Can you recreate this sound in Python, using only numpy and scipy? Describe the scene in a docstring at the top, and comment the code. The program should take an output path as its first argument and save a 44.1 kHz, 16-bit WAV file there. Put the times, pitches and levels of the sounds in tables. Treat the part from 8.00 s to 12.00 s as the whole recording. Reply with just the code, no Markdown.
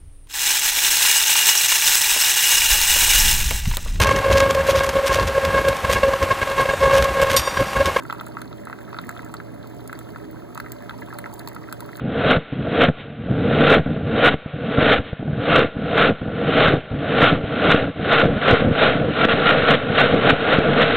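"""On a kitchen counter, a thin stream of coffee falls from a brewer into a half-full mug.
Drops trap air bubbles, which oscillate freely: large ones plop, small ones plink, and late in the
pour deeper ones gurgle. Impacts excite the air modes of the mug; the foam fizzes and bursts in
sharp ticks. The brewer's recess and the kitchen reflect these sounds. Underneath, the machine
hums over the dull rush of the room."""
import sys
import numpy as np
from scipy import signal
from scipy.fft import rfft, irfft, next_fast_len
from scipy.io import wavfile

SR = 44100
rng = np.random.default_rng(int(sys.argv[2]) if len(sys.argv) > 2 else 0)


def log_audio(samples):
    """Write samples as a 16-bit WAV file to the path given in sys.argv[1]."""
    # one column per channel
    frames = np.atleast_2d(samples).T
    # limit to full scale, then quantise
    limited = np.clip(frames, -1, 1)
    pcm = np.round(limited * 32767).astype(np.int16)
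    wavfile.write(sys.argv[1], SR, pcm)


N = 176400
TIME = np.arange(N) / SR


def from_db(db):
    """Amplitude grows tenfold for every 20 dB."""
    return 10 ** (np.asarray(db) / 20)


def unit_rms(x):
    """Normalisation to unit mean power."""
    return x / np.sqrt(np.mean(x ** 2) + 1e-20)


def drift(hz):
    """Low-passed noise gives a slow random fluctuation of rms 1."""
    step = 40  # samples between values
    pole = np.exp(-2 * np.pi * hz * step / SR)
    slow = signal.lfilter([1], [1, -2 * pole, pole * pole], rng.standard_normal(N // step + 2002))[2000:]
    return np.interp(np.arange(N) / step, np.arange(len(slow)), unit_rms(slow))


def colour(x, curve, size=2048):
    """Minimum-phase filtering: folding the cepstrum makes a gain curve (f/Hz, gain/dB) causal."""
    hz, db = np.transpose(curve)
    grid_hz = np.maximum(np.arange(size + 1) * SR / (2 * size), 1)
    gain = from_db(np.interp(np.log(grid_hz), np.log(hz), db))
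    cepstrum = irfft(np.log(gain))
    cepstrum[1:size] *= 2
    cepstrum[size + 1:] = 0
    return signal.fftconvolve(x, irfft(np.exp(rfft(cepstrum))))[:len(x)]


def noise(curve):
    """Filtered white noise takes the spectrum of its filter; the rms is 1."""
    return unit_rms(colour(rng.standard_normal(N + SR), curve)[SR:])


def add(out, start_s, sound):
    """Superposition: a short sound adds to those already present."""
    i = int(np.clip(start_s * SR, 0, N - 1))
    out[i:i + len(sound)] += sound[:N - i]


# Phase lead of the left side over the right: f/Hz, phase/rad
LEFT_LEAD = [(0, -2.8), (300, -1.1), (570, -2.4), (800, -.6), (1400, 0), (2100, 1.1), (2500, 3),
             (2800, 3.15), (13900, 28.3), (14600, 31.4)]

def left_of(x):
    """Phase difference: each frequency reaches the left side with its own shift."""
    size = next_fast_len(N + SR)
    spectrum = rfft(x, size)
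    lead = np.interp(np.arange(len(spectrum)) * SR / size, *np.transpose(LEFT_LEAD))
    return irfft(spectrum * np.exp(1j * lead), size)[:N]


# Tones of the machine: f/Hz, level/dB, wavering share (0-1)
HUM_TONES = [(60.2, -52.5, 0.14), (119.2, -42.5, 0.07), (256, -50.5, 1), (316.7, -48, 0.89),
             (414.2, -54.5, 0.86), (582.4, -47.5, 0.99), (707.3, -55, 0.87)]

def hum(left_db=-3, swell_hz=326):
    """Forced vibration: mains and pump tones waver in level and phase; the middle ones swell once."""
    out = np.zeros((2, N))
    swell_db = 9 * np.exp(-((TIME - 2.27) / 0.19) ** 2)  # greatest at 2.27 s
    for hz, db, waver in HUM_TONES:
        lead = np.interp(hz, *np.transpose(LEFT_LEAD))
        modulation = np.sqrt(2 * (1 - waver ** 2)) + waver * (drift(9.6) + 1j * drift(6.5))
        level = db + swell_db * np.exp(-(2 * np.log2(hz / swell_hz)) ** 2)
        tone = from_db(level) * modulation * np.exp(2j * np.pi * (hz * TIME + rng.random()))
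        out += np.real([from_db(left_db) * tone * np.exp(1j * lead), tone])
    return out


# Spectral density of the room's air noise: f/Hz, relative level/dB
RUSH_SPECTRUM = [(25, -31), (45, -9.5), (170, -0.5), (310, -3.5), (460, -6), (520, -9.5), (620, -6),
                 (800, -17), (3000, -44)]

def rush(level_db=-38.5, left_db=-3, coherence=0.85):
    """Partial coherence: the two sides share most of the kitchen's dull air noise."""
    right = noise(RUSH_SPECTRUM)
    left = coherence * left_of(right) + np.sqrt(1 - coherence ** 2) * noise(RUSH_SPECTRUM)
    return from_db(level_db) * np.array([from_db(left_db) * left, right])


# Vigour of the small splashing between the drops: t/s, relative level/dB
SPLASH_VIGOUR = [(0, -1), (.66, -5.5), (1.1, -1.5), (1.52, -7.5), (1.97, -3), (2.45, -7.5), (2.9, -1.5),
                 (3.2, -2), (3.65, -6.5), (4, -0.5)]

def splashing_db(times):
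    """Amplitude envelope common to the faint sounds of the pour."""
    return np.interp(times, *np.transpose(SPLASH_VIGOUR))


# Spectral density of the foam's fizz: f/Hz, relative level/dB
FIZZ_SPECTRUM = [(500, -6), (1000, 19.5), (1900, 12.5), (2400, 10.5), (4400, 3.5), (5900, -1), (7500, -3),
                 (15400, -2), (16100, -33)]

def fizz(base_db=-51):
    """Amplitude-modulated noise: the foam's fine fizz rises and falls with the splashing."""
    return from_db(base_db + 0.5 * splashing_db(TIME) + 0.5 * drift(4.5)) * noise(FIZZ_SPECTRUM)


def scatter(per_s, base_db, spread_db, low_hz=1, high_hz=1):
    """A Poisson process of faint events whose levels follow the splashing: t/s, level/dB, f/Hz."""
    gap, size, pitch = rng.random((3000, 3)).T
    times = np.cumsum(-np.log(1 - gap)) / per_s
    levels = base_db + spread_db * np.minimum(-np.log(1 - size), 3.6) + splashing_db(times)
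    hz = low_hz * (high_hz / low_hz) ** pitch
    return np.column_stack([times, levels, hz])[times < N / SR]


def bubbles(rows, cycles, glide=0.1, onset_cycles=0.5):
    """Damped oscillation: each bubble swells, then decays 60 dB over `cycles` as its pitch creeps up."""
    out = np.zeros(N)
    for start_s, db, hz in rows:
        periods = np.arange(int(cycles / hz * SR)) * hz / SR
        onset = 1 - np.exp(-(periods / onset_cycles) ** 2)
        envelope = onset * np.exp(-np.log(1000) * periods / cycles)
        phase = 2 * np.pi * periods * (1 + glide * periods / cycles)
        add(out, start_s, from_db(db) * envelope / envelope.max() * np.sin(phase))
    return out


def ring(impulses, hz, t60):
    """Impulse response of one mode: a unit impulse starts a decaying sine of amplitude 1."""
    pole, angle = from_db(-60 / (t60 * SR)), 2 * np.pi * hz / SR
    return signal.lfilter([0, np.sin(angle)], [1, -2 * pole * np.cos(angle), pole ** 2], impulses + 1e-18)


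# Drops that trap a large bubble: t/s, relative peak level/dB, f/Hz
LARGE_BUBBLES = [(0.0992, -16.5, 1280), (0.1052, -22, 1290), (0.1264, -15.5, 1144), (0.1486, -32, 1360),
                 (0.1935, -27, 1270), (0.1994, -37, 1380), (0.2104, -20, 1290), (0.2688, -28, 1270),
                 (0.3694, -18.5, 1230), (0.3863, -29, 1390), (0.4184, -24, 1460), (0.5285, -31.5, 1220),
                 (0.6714, -23, 1230), (0.6986, -23.5, 1080), (0.7092, -37, 1370), (0.7286, -20.5, 1450),
                 (0.7876, -30.5, 1440), (0.9299, -23, 1100), (0.9448, -24, 1370), (0.9669, -27, 1370),
                 (0.9876, -18, 1280), (1.0922, -19.5, 1560), (1.1064, -28, 1220), (1.1649, -27, 1350),
                 (1.193, -24.5, 1490), (1.3406, -22, 1230), (1.3491, -29, 1100), (1.4013, -23.5, 1514),
                 (1.8963, -26, 1500), (1.9288, -20.5, 1430), (2.1605, -23.5, 1350), (2.5553, -26.5, 1130),
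                 (2.5764, -19.5, 1180), (2.6007, -18.5, 1520), (2.6624, -27.5, 1770), (2.8946, -22.5, 1470),
                 (2.9087, -25, 1400), (3.0206, -30.5, 1830), (3.1274, -24, 1240), (3.1865, -26.5, 1290),
                 (3.242, -24, 1820), (3.2593, -23, 1480), (3.4745, -23.5, 1010), (3.5638, -23.5, 1260),
                 (3.6881, -28.5, 1383), (3.726, -21, 1370), (3.8058, -30, 1370), (3.8907, -28, 1370),
                 (3.9964, -22, 1350)]
# Air modes of the mug and the recess around it: f/Hz, level re the drop/dB, T60/s
MUG_MODES = [(890, -33.5, 0.015), (1390, -15, 0.026), (1943, -11.5, 0.032), (2565, -13.5, 0.024),
             (3500, -16, 0.0028)]

def plops(bubble_db=1.5, knock_spread_db=2):
    """Resonance: trapped bubbles pulsate, and each impact also excites the air modes of the mug."""
    faint = scatter(per_s=70, base_db=-38, spread_db=2.48, low_hz=896, high_hz=1900)
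    out = from_db(bubble_db) * (bubbles(LARGE_BUBBLES, cycles=9.3) + bubbles(faint, cycles=24))
    times, drop_db, _ = np.vstack([LARGE_BUBBLES, faint]).T
    onsets = np.clip((times * SR).astype(int), 0, N - 1)
    for hz, mode_db, t60 in MUG_MODES:
        chance_db = knock_spread_db * rng.standard_normal(4000)[:len(onsets)]
        knocks = np.zeros(N)
        knocks[onsets] = from_db(drop_db + mode_db + chance_db)
        out += ring(knocks, hz, t60)
    return signal.sosfilt(signal.butter(2, 600, "high", fs=SR, output="sos"), out)


# Small trapped bubbles: t/s, relative peak level/dB, f/Hz
SMALL_BUBBLES = [(0.109, -26.5, 3230), (0.1992, -27, 3300), (0.478, -38.5, 4070), (0.5286, -35, 3650),
                 (0.9876, -24.5, 3660), (1.1748, -32.5, 3300), (1.368, -32, 4170), (1.6296, -38, 3670),
                 (2.601, -32, 4380), (2.8953, -26.5, 3300), (3.4745, -28, 4070), (3.9552, -35, 3950)]

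def plinks(gain_db=2):
    """A bubble's natural frequency varies inversely with its radius: small ones ring high and briefly."""
    faint = scatter(per_s=40, base_db=-45, spread_db=2.3, low_hz=2250, high_hz=5020)
    return from_db(gain_db) * bubbles(np.vstack([SMALL_BUBBLES, faint]), cycles=17)


# Bursting foam films: t/s, relative level/dB
FOAM_BURSTS = [(0.1264, -34), (0.2102, -34), (0.2657, -33), (0.2835, -39), (0.4172, -28), (0.6533, -36),
               (1.0927, -27.5), (1.2476, -35.5), (1.3404, -31), (1.673, -39), (1.8764, -30), (1.929, -33),
               (1.9903, -30.5), (2.3116, -37.5), (2.5486, -31), (2.5767, -32), (2.602, -30),
               (2.7199, -23.5), (3.1871, -24), (3.3396, -30.5), (3.3573, -43), (3.3946, -27.5),
               (3.4748, -28), (3.4861, -29), (3.5481, -34), (3.7262, -22.5), (3.8058, -27), (3.9699, -32.5)]
# Spectral shape of a burst: f/Hz, gain/dB
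BURST_SPECTRUM = [(1500, 5), (4300, 12), (5900, 2.5), (7200, 16.5), (12500, 14), (14000, 14.5), (15250, 20),
                  (16200, -38)]

def ticks(t60=0.0047):
    """A short transient has a broad spectrum: each foam film snaps in a bright burst of noise."""
    snaps, t = np.zeros(N), np.arange(600) / SR
    decay = np.exp(-np.log(1000) * t / t60)
    faint = scatter(per_s=45, base_db=-45, spread_db=2.05)[:, :2]
    grains = rng.standard_normal((3100, len(t)))
    for (start_s, db), grain in zip(np.vstack([FOAM_BURSTS, faint]), grains):
        add(snaps, start_s, from_db(db) * 0.5 * np.tanh(grain) * decay)
    return colour(snaps, BURST_SPECTRUM)


def gurgle(start_s=3.05, end_s=3.6):
    """Light damping: for a while the stream drives deeper, longer-ringing bubbles under."""
    rows = scatter(per_s=65, base_db=-41.5, spread_db=1.2, low_hz=711, high_hz=1163)
    times = rows[:, 0]
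    return bubbles(rows[(times > start_s) & (times < end_s)], cycles=55)


def echoes(x, t60, delay_s):
    """Reverberation: dense reflections form an exponentially decaying response of unit energy."""
    t = np.arange(SR // 2) / SR
    tail = rng.standard_normal(len(t)) * np.exp(-np.log(1000) * t / t60) * (t > delay_s)
    return signal.fftconvolve(x, tail / np.sqrt(np.sum(tail ** 2)))[:N]


# Reflections from the kitchen: f/Hz, level re the direct sound/dB
WALL_REFLECTIONS = [(1400, -11), (2300, -17)]

def scene(recess_db=-8, left_db=-1.5):
    """Direct and reverberant fields of the pour superpose on the hum and rush: (left, right)."""
    pour = fizz() + plops() + plinks() + gurgle() + ticks()
    near = pour + from_db(recess_db) * echoes(pour, t60=0.013, delay_s=0.0023)
    reflected = colour(pour, WALL_REFLECTIONS)
    kitchen = np.array([echoes(reflected, t60=0.17, delay_s=0.0042) for side in range(2)])
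    return np.array([from_db(left_db) * left_of(near), near]) + kitchen + hum() + rush()


def record(dry, cutoff_hz=16600):
    """Band limiting: an elliptic low-pass filter cuts the highest treble steeply."""
    return signal.sosfilt(signal.ellip(10, 0.2, 80, cutoff_hz, fs=SR, output="sos"), dry)


dry = scene()
out = record(dry)
log_audio(out)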